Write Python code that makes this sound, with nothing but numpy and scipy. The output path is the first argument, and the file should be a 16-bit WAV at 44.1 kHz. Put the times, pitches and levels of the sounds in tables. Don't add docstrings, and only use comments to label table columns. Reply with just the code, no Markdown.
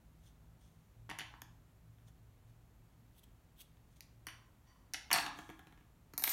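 import sys
import numpy as np
from scipy import signal
from scipy.fft import rfft, irfft
from scipy.io import wavfile
from scipy.ndimage import uniform_filter1d

SR = 44100
rng = np.random.default_rng(int(sys.argv[2]) if len(sys.argv) > 2 else 0)


def inscribe(sig):
    pcm = np.round(np.clip(np.atleast_2d(sig).T, -1, 1) * 32767)
    wavfile.write(sys.argv[1], SR, pcm.astype(np.int16))


N = 278883


def undb(db):
    return 10 ** (np.asarray(db) / 20)


def unit_rms(x):
    return x / np.sqrt(np.mean(x ** 2))


def unit_peak(x):
    return x / np.max(np.abs(x))


def band(x, low_hz, high_hz):
    return signal.sosfilt(signal.butter(2, [low_hz, high_hz], "bandpass", fs=SR, output="sos"), x)


def resonance(x, hz, width_hz):
    b, a = signal.iirpeak(hz, hz / width_hz, SR)
    return signal.lfilter(b, a, x)


def ring_body(x, modes, damping):
    rung = 0
    for k, (hz, width_hz, db) in enumerate(modes):
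        sign = (-1) ** k
        damped_hz = width_hz * damping
        gain = undb(db) * np.sqrt(hz / damped_hz / 4)
        rung = rung + sign * gain * resonance(x, hz, damped_hz)
    return rung


def rub_loudness(rubs):
    edge_db = 25.5
    t = np.arange(N) / SR
    gain = np.zeros(N)
    for start, swell, fade, peak_db in rubs:
        end = start + swell + fade
        level_db = np.interp(t, [start, start + swell, end], [peak_db - edge_db, peak_db, peak_db - edge_db])
        gain += np.where((t > start) & (t < end), undb(level_db), 0)
    return uniform_filter1d(gain, size=64)


def rub(rubs, modes, damping, plain_db, scatter_db, low_hz=600, top_hz=15500):
    sizes = np.repeat(rng.exponential(size=N // 32 + 1).clip(0, 2), 32)[:N]
    slips = band(rng.standard_normal(N) * undb(scatter_db * sizes), low_hz, top_hz)
    texture = unit_rms(undb(plain_db) * slips + ring_body(slips, modes, damping))
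    return rub_loudness(rubs) * texture * undb([[0], [-9]])


# (pitch [Hz], width before damping [Hz], level [dB])
TABLE_TONES = [(143, 40, 0), (200, 40, -1), (277, 25, 0), (400, 110, -2)]
# (pitch [Hz], width before damping [Hz], level [dB])
TABLE_LINGER = [(322, 7, 4)]


def table_thud(click, linger_db):
    low_tones = ring_body(click, TABLE_TONES, 0.77)
    lingering = ring_body(click, TABLE_LINGER, 0.77)
    return unit_peak(low_tones - undb(linger_db) * lingering)


def blows(taps, modes, touch):
    ring_db, damping, contact_ms, edge_db, top_hz, linger_db, room_db = touch
    out = np.zeros((2, N + SR))
    t = np.arange(SR // 2) / SR
    click = signal.unit_impulse(len(t))
    thud = table_thud(click, linger_db)
    body_ring = ring_body(click, modes, damping)
    for s, db, body_db, treble_db, thud_db in taps:
        chatter = rng.standard_normal(len(t)) * np.exp(-1000 * t / contact_ms)
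        chatter[0] = 2.75
        rung = chatter + undb(ring_db) * np.sqrt(np.sum(chatter ** 2)) * body_ring
        low = band(band(rung, 660, 1500), 660, 1500)
        middle = band(rung, 1500, 3600)
        treble = band(rung, 3600, 7000)
        edge = band(rung, 7000, top_hz)
        knock = undb(body_db) * unit_peak(low) + unit_peak(middle)
        knock += undb(treble_db) * unit_peak(treble) + undb(treble_db + edge_db) * unit_peak(edge)
        place = slice(int(s * SR), int(s * SR) + len(t))
        out[:, place] += undb(db) * knock * undb([[0], [room_db]])
        out[0, place] += undb(db + thud_db) * thud
    return out[:, :N]


# (frequency [Hz], relative level per Hz [dB])
AIR_COLOUR = [(13, -58), (22, -17), (38, -6), (112, -7.5), (185, -14.5), (224, -13.5), (358, -22),
              (527, -25.5), (573, -24.5), (776, -25.5), (7900, -44.5), (12600, -39.5), (16200, -43.5)]


def air():
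    level_db = -72.5
    hz, db = np.transpose(AIR_COLOUR)
    f = np.maximum(np.fft.rfftfreq(N, 1 / SR), 1)
    shape = undb(np.interp(np.log(f), np.log(hz), db, left=-90))
    noise = irfft(rfft(rng.standard_normal(N)) * shape, N)
    return noise * undb(level_db) / np.std(band(noise, 216, 13000))


# (pitch [Hz], width [Hz])
DRONES = [(55, 27), (113, 5), (160, 6)]
# (time [s], first drone level [dB], second level [dB], third level [dB])
DRONE_LEVELS = [(0.0, -66, -69, -69), (1.2, -67, -65.5, -71), (2.5, -69, -65, -76), (3.0, -68.5, -70, -80),
                (4.4, -69, -69, -79), (5.0, -69, -77, -76)]


def hum():
    s, *levels = np.transpose(DRONE_LEVELS)
    t = np.arange(N) / SR
    total = np.zeros(N)
    for (hz, width_hz), level_db in zip(DRONES, levels):
        drone = unit_rms(band(rng.standard_normal(N), hz - width_hz / 2, hz + width_hz / 2))
        total += undb(np.interp(t, s, level_db)) * drone
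    return total


# (band centre [Hz], time [s])
ROOM_FADES = [(250, 0.98), (500, 0.6), (1000, 0.61), (2000, 0.4), (4000, 0.43), (8000, 0.28),
              (14000, 0.063)]


def room(x):
    room_db, first_echo_s = -3.5, 0.00197
    t = np.arange(SR) / SR
    tail = np.zeros(SR)
    for hz, t60 in ROOM_FADES:
        reflections = band(rng.standard_normal(SR), hz / np.sqrt(2), min(hz * np.sqrt(2), 15500))
        tail += reflections * undb(-60 * t / t60)
    tail *= np.clip(t / first_echo_s - 1, 0, 1)
    return undb(room_db) * signal.fftconvolve(x, tail / np.sqrt(np.sum(tail ** 2)))[:N]


# (pitch [Hz], width before damping [Hz], level [dB])
YARN_TONES = [(1190, 400, -59), (3350, 730, 21.5), (6130, 900, 11), (8770, 370, 11.5), (11600, 4300, -5.5)]
# (start time [s], swell [s], fade [s], peak level [dB])
YARN_RUSTLES = [(.17, 0.095, .1, -71.5), (.57, 0.047, 0.35, -76.5), (2.05, 0.036, .02, -69),
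                (2.4, 0.1, .04, -84), (3.86, 0.071, .02, -78), (3.95, .014, .04, -70.5),
                (4.02, 0.004, 0.056, -69), (5.3, .08, .3, -66)]


def yarn():
    return rub(YARN_RUSTLES, YARN_TONES, 0.72, 8.2, 5.3)


# (start time [s], swell [s], fade [s], peak level [dB])
TABLE_RUMBLE = [(5.08, .06, .45, -54.5)]


def table_rumble():
    return rub(TABLE_RUMBLE, TABLE_TONES, 0.8, -12, 6, low_hz=100, top_hz=650)


# (pitch [Hz], width before damping [Hz], level [dB])
NEEDLE_TONES = [(2290, 200, 0), (3250, 300, -2), (3900, 400, -2), (6400, 500, -2), (8900, 600, 2),
                (9870, 600, 0), (11280, 50, 4), (12135, 25, 9), (15000, 900, -4)]
# (time [s], peak level [dB], low body level [dB], treble level [dB], table thud level [dB])
NEEDLE_TABLE_TAPS = [(6.1783, -38, -2, 13, -13), (6.1963, -39.5, -8, 1, -15), (6.2228, -42.5, 0, 8, -9.5),
                     (6.2385, -30, -25, 10, -40), (6.2412, -22.5, -11, -9, -40), (6.2544, -43, -6, 6, -25),
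                     (6.2741, -32, -12, -2, -18), (6.2772, -26, -13.5, -20, -26.5),
                     (6.2794, -40.5, -10, 11.5, -20), (6.2934, -38.5, -22, 11, -34),
                     (6.2994, -36, -14, 4, -35), (6.3164, -41, -9, 6, -28)]
# (ring [dB], damping [factor], contact fade [ms], edge over treble [dB],
# edge top [Hz], lingering table tone [dB], share sent to the room [dB])
NEEDLE_TOUCH = (-6., .65, 1.5, 4.5, 14500, -14, -3)


def needle_taps():
    return blows(NEEDLE_TABLE_TAPS, NEEDLE_TONES, NEEDLE_TOUCH)


# (time [s], peak level [dB], low body level [dB], treble level [dB], table thud level [dB])
FINGER_TAPS = [(6.1361, -48.5, 0, 2, -2)]
# (ring [dB], damping [factor], contact fade [ms], edge over treble [dB],
# edge top [Hz], lingering table tone [dB], share sent to the room [dB])
FINGER_TOUCH = (-23, 2.1, 3., 1, 15000, -12, -2.5)


def fingertip():
    return blows(FINGER_TAPS, NEEDLE_TONES, FINGER_TOUCH)


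# (start time [s], swell [s], fade [s], peak level [dB])
NEEDLE_ROLLS = [(6.19, .13, .05, -37.5)]


def needle_roll():
    return rub(NEEDLE_ROLLS, NEEDLE_TONES, 0.64, 6, 3)


# (pitch [Hz], width before damping [Hz], level [dB])
DROPPED_TONES = [(714, 25, 2), (835, 30, 0), (1070, 100, 0), (1400, 25, -2), (1660, 25, 0), (1800, 40, -3),
                 (2230, 60, -4), (3200, 700, 1), (4300, 800, -2), (5830, 500, -4), (8850, 200, -3),
                 (10000, 500, -4)]
# (time [s], peak level [dB], low body level [dB], treble level [dB], table thud level [dB])
DROPPED_CLATTER = [(5.1044, -31, -3.5, -16, -26), (5.1138, -19, -7.5, -9.5, -27),
                   (5.1294, -23, -10, 9.5, -36), (5.1394, -25.5, -3.5, -7, -24),
                   (5.1474, -29.5, -5, -13, -32), (5.1594, -24, -3.5, -13, -27),
                   (5.1844, -25, -7, -18, -23), (5.2634, -29, -9, -9.5, -26)]
# (time [s], peak level [dB], table thud level against it [dB])
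DROPPED_ROCKS = [(5.3883, -39, -10), (5.4916, -47, 0), (5.5, -43.5, -3.5), (5.5924, -48, -8),
                 (5.67, -51.5, -7), (5.7247, -55.5, -7), (5.7756, -58.5, -7), (5.8092, -61, -6)]
# (low body level [dB], treble level [dB])
DROPPED_ROCK_COLOUR = (-4, -7.5)
# (ring [dB], damping [factor], contact fade [ms], edge over treble [dB],
# edge top [Hz], lingering table tone [dB], share sent to the room [dB])
CLATTER_TOUCH = (-8., .65, 3.4, -2.5, 12500, -9, -0.8)
ROCK_TOUCH = (-1.3, 0.9, 2.5, .6, 14000, -1.5, -1)
# (start time [s], swell [s], fade [s], peak level [dB])
DROPPED_RATTLE = [(5.12, .05, 0.13, -46.5)]


def dropped_thing():
    clatter = blows(DROPPED_CLATTER, DROPPED_TONES, CLATTER_TOUCH)
    rock_taps = [(s, db, *DROPPED_ROCK_COLOUR, thud_db) for s, db, thud_db in DROPPED_ROCKS]
    rocks = blows(rock_taps, DROPPED_TONES, ROCK_TOUCH)
    rattle = rub(DROPPED_RATTLE, DROPPED_TONES, 2.2, -3.5, 12)
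    return clatter + rocks + rattle


# (pitch [Hz], width before damping [Hz], level [dB])
SCISSORS_TONES = [(1040, 140, 2), (1920, 200, 3), (2250, 200, -8), (3020, 200, 0), (3550, 200, -9),
                  (4580, 180, -2), (5900, 260, -4), (9150, 300, -8), (12700, 400, -6)]
# (pitch [Hz], width before damping [Hz], level [dB])
BLADE_TONES = [(3300, 670, 5.5), (6540, 330, -8.5), (8040, 360, -11), (10200, 1700, 1), (13900, 3200, 1)]
# (time [s], peak level [dB], low body level [dB], treble level [dB], table thud level [dB])
HAND_BLOWS = [(1.0921, -43.5, 3, -20, -8.5), (1.0979, -38, -18, -2.5, -20), (1.1024, -34.5, -10, -28, -22),
              (1.1119, -37.5, -1.5, -30, -13), (1.1871, -32, -8, -4, -26), (1.1946, -35.5, -11, -16, -28),
              (1.2063, -34, -14, -19, -18.5), (1.2144, -39, -8, -19, -18), (4.936, -33.5, -22, 6, -27),
              (4.9431, -31, -10.5, -24, -27.5)]
TABLE_BLOWS = [(1.3384, -51, 6, -20, -10), (4.2686, -33.5, -7.5, -1, -21.5), (4.2851, -37, -13, -14, -29)]
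SMALL_TICKS = [(1.4187, -37.5, -8.5, 0, -23), (1.985, -63, -6, -12, -15), (2.0838, -58, -14, -6, -15),
               (3.7706, -65, -2, -17, -14), (4.007, -41, -23, 3, -38)]
# (ring [dB], damping [factor], contact fade [ms], edge over treble [dB],
# edge top [Hz], lingering table tone [dB], share sent to the room [dB])
HAND_TOUCH = (-4., .6, 3.6, -3, 11500, -4, -1.9)
TABLE_TOUCH = (4, 0.8, 4, -.6, 12500, -4, -0.7)
TICK_TOUCH = (-10., 1.05, 1.3, 1, 14002, -4, -5.5)
# (start time [s], swell [s], fade [s], peak level [dB])
BLADE_SNIPS = [(3.12, .075, .012, -65), (3.225, .014, .012, -61), (3.56, .045, .05, -59),
               (3.59, .027, .008, -59)]
SCISSORS_SLIDE = [(4.64, .038, .25, -71.5)]
SCISSORS_SLIDE_LOW = [(4.62, .14, .3, -73.5)]


def scissors():
    knocks = (blows(TABLE_BLOWS, SCISSORS_TONES, TABLE_TOUCH) + blows(HAND_BLOWS, SCISSORS_TONES, HAND_TOUCH)
              + blows(SMALL_TICKS, SCISSORS_TONES, TICK_TOUCH))
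    snips = rub(BLADE_SNIPS, BLADE_TONES, 0.93, -10.5, 3.9)
    slide = rub(SCISSORS_SLIDE, SCISSORS_TONES, 0.35, -30, 2.5, top_hz=7000)
    slide_low = rub(SCISSORS_SLIDE_LOW, SCISSORS_TONES[:1], 0.8, -30, 2.5, top_hz=2000)
    return knocks + snips + slide + slide_low


def scene():
    soft = yarn() + table_rumble()
    direct, to_room = soft + needle_taps() + fingertip() + needle_roll() + dropped_thing() + scissors()
    return (air() + hum() + room(to_room) + direct)[None]


# (pitch [Hz], width [Hz], level [dB])
TREBLE_COLOUR = [(4940, 170, -6), (7170, 1500, 4.5), (11230, 260, -11), (11200, 140, 3)]


def record(dry):
    top_hz = 15950
    for hz, width_hz, db in TREBLE_COLOUR:
        dry = dry + (undb(db) - 1) * resonance(dry, hz, width_hz)
    return signal.sosfilt(signal.ellip(10, 0.2, 60, top_hz, fs=SR, output="sos"), dry)


dry = scene()
out = record(dry)
inscribe(out)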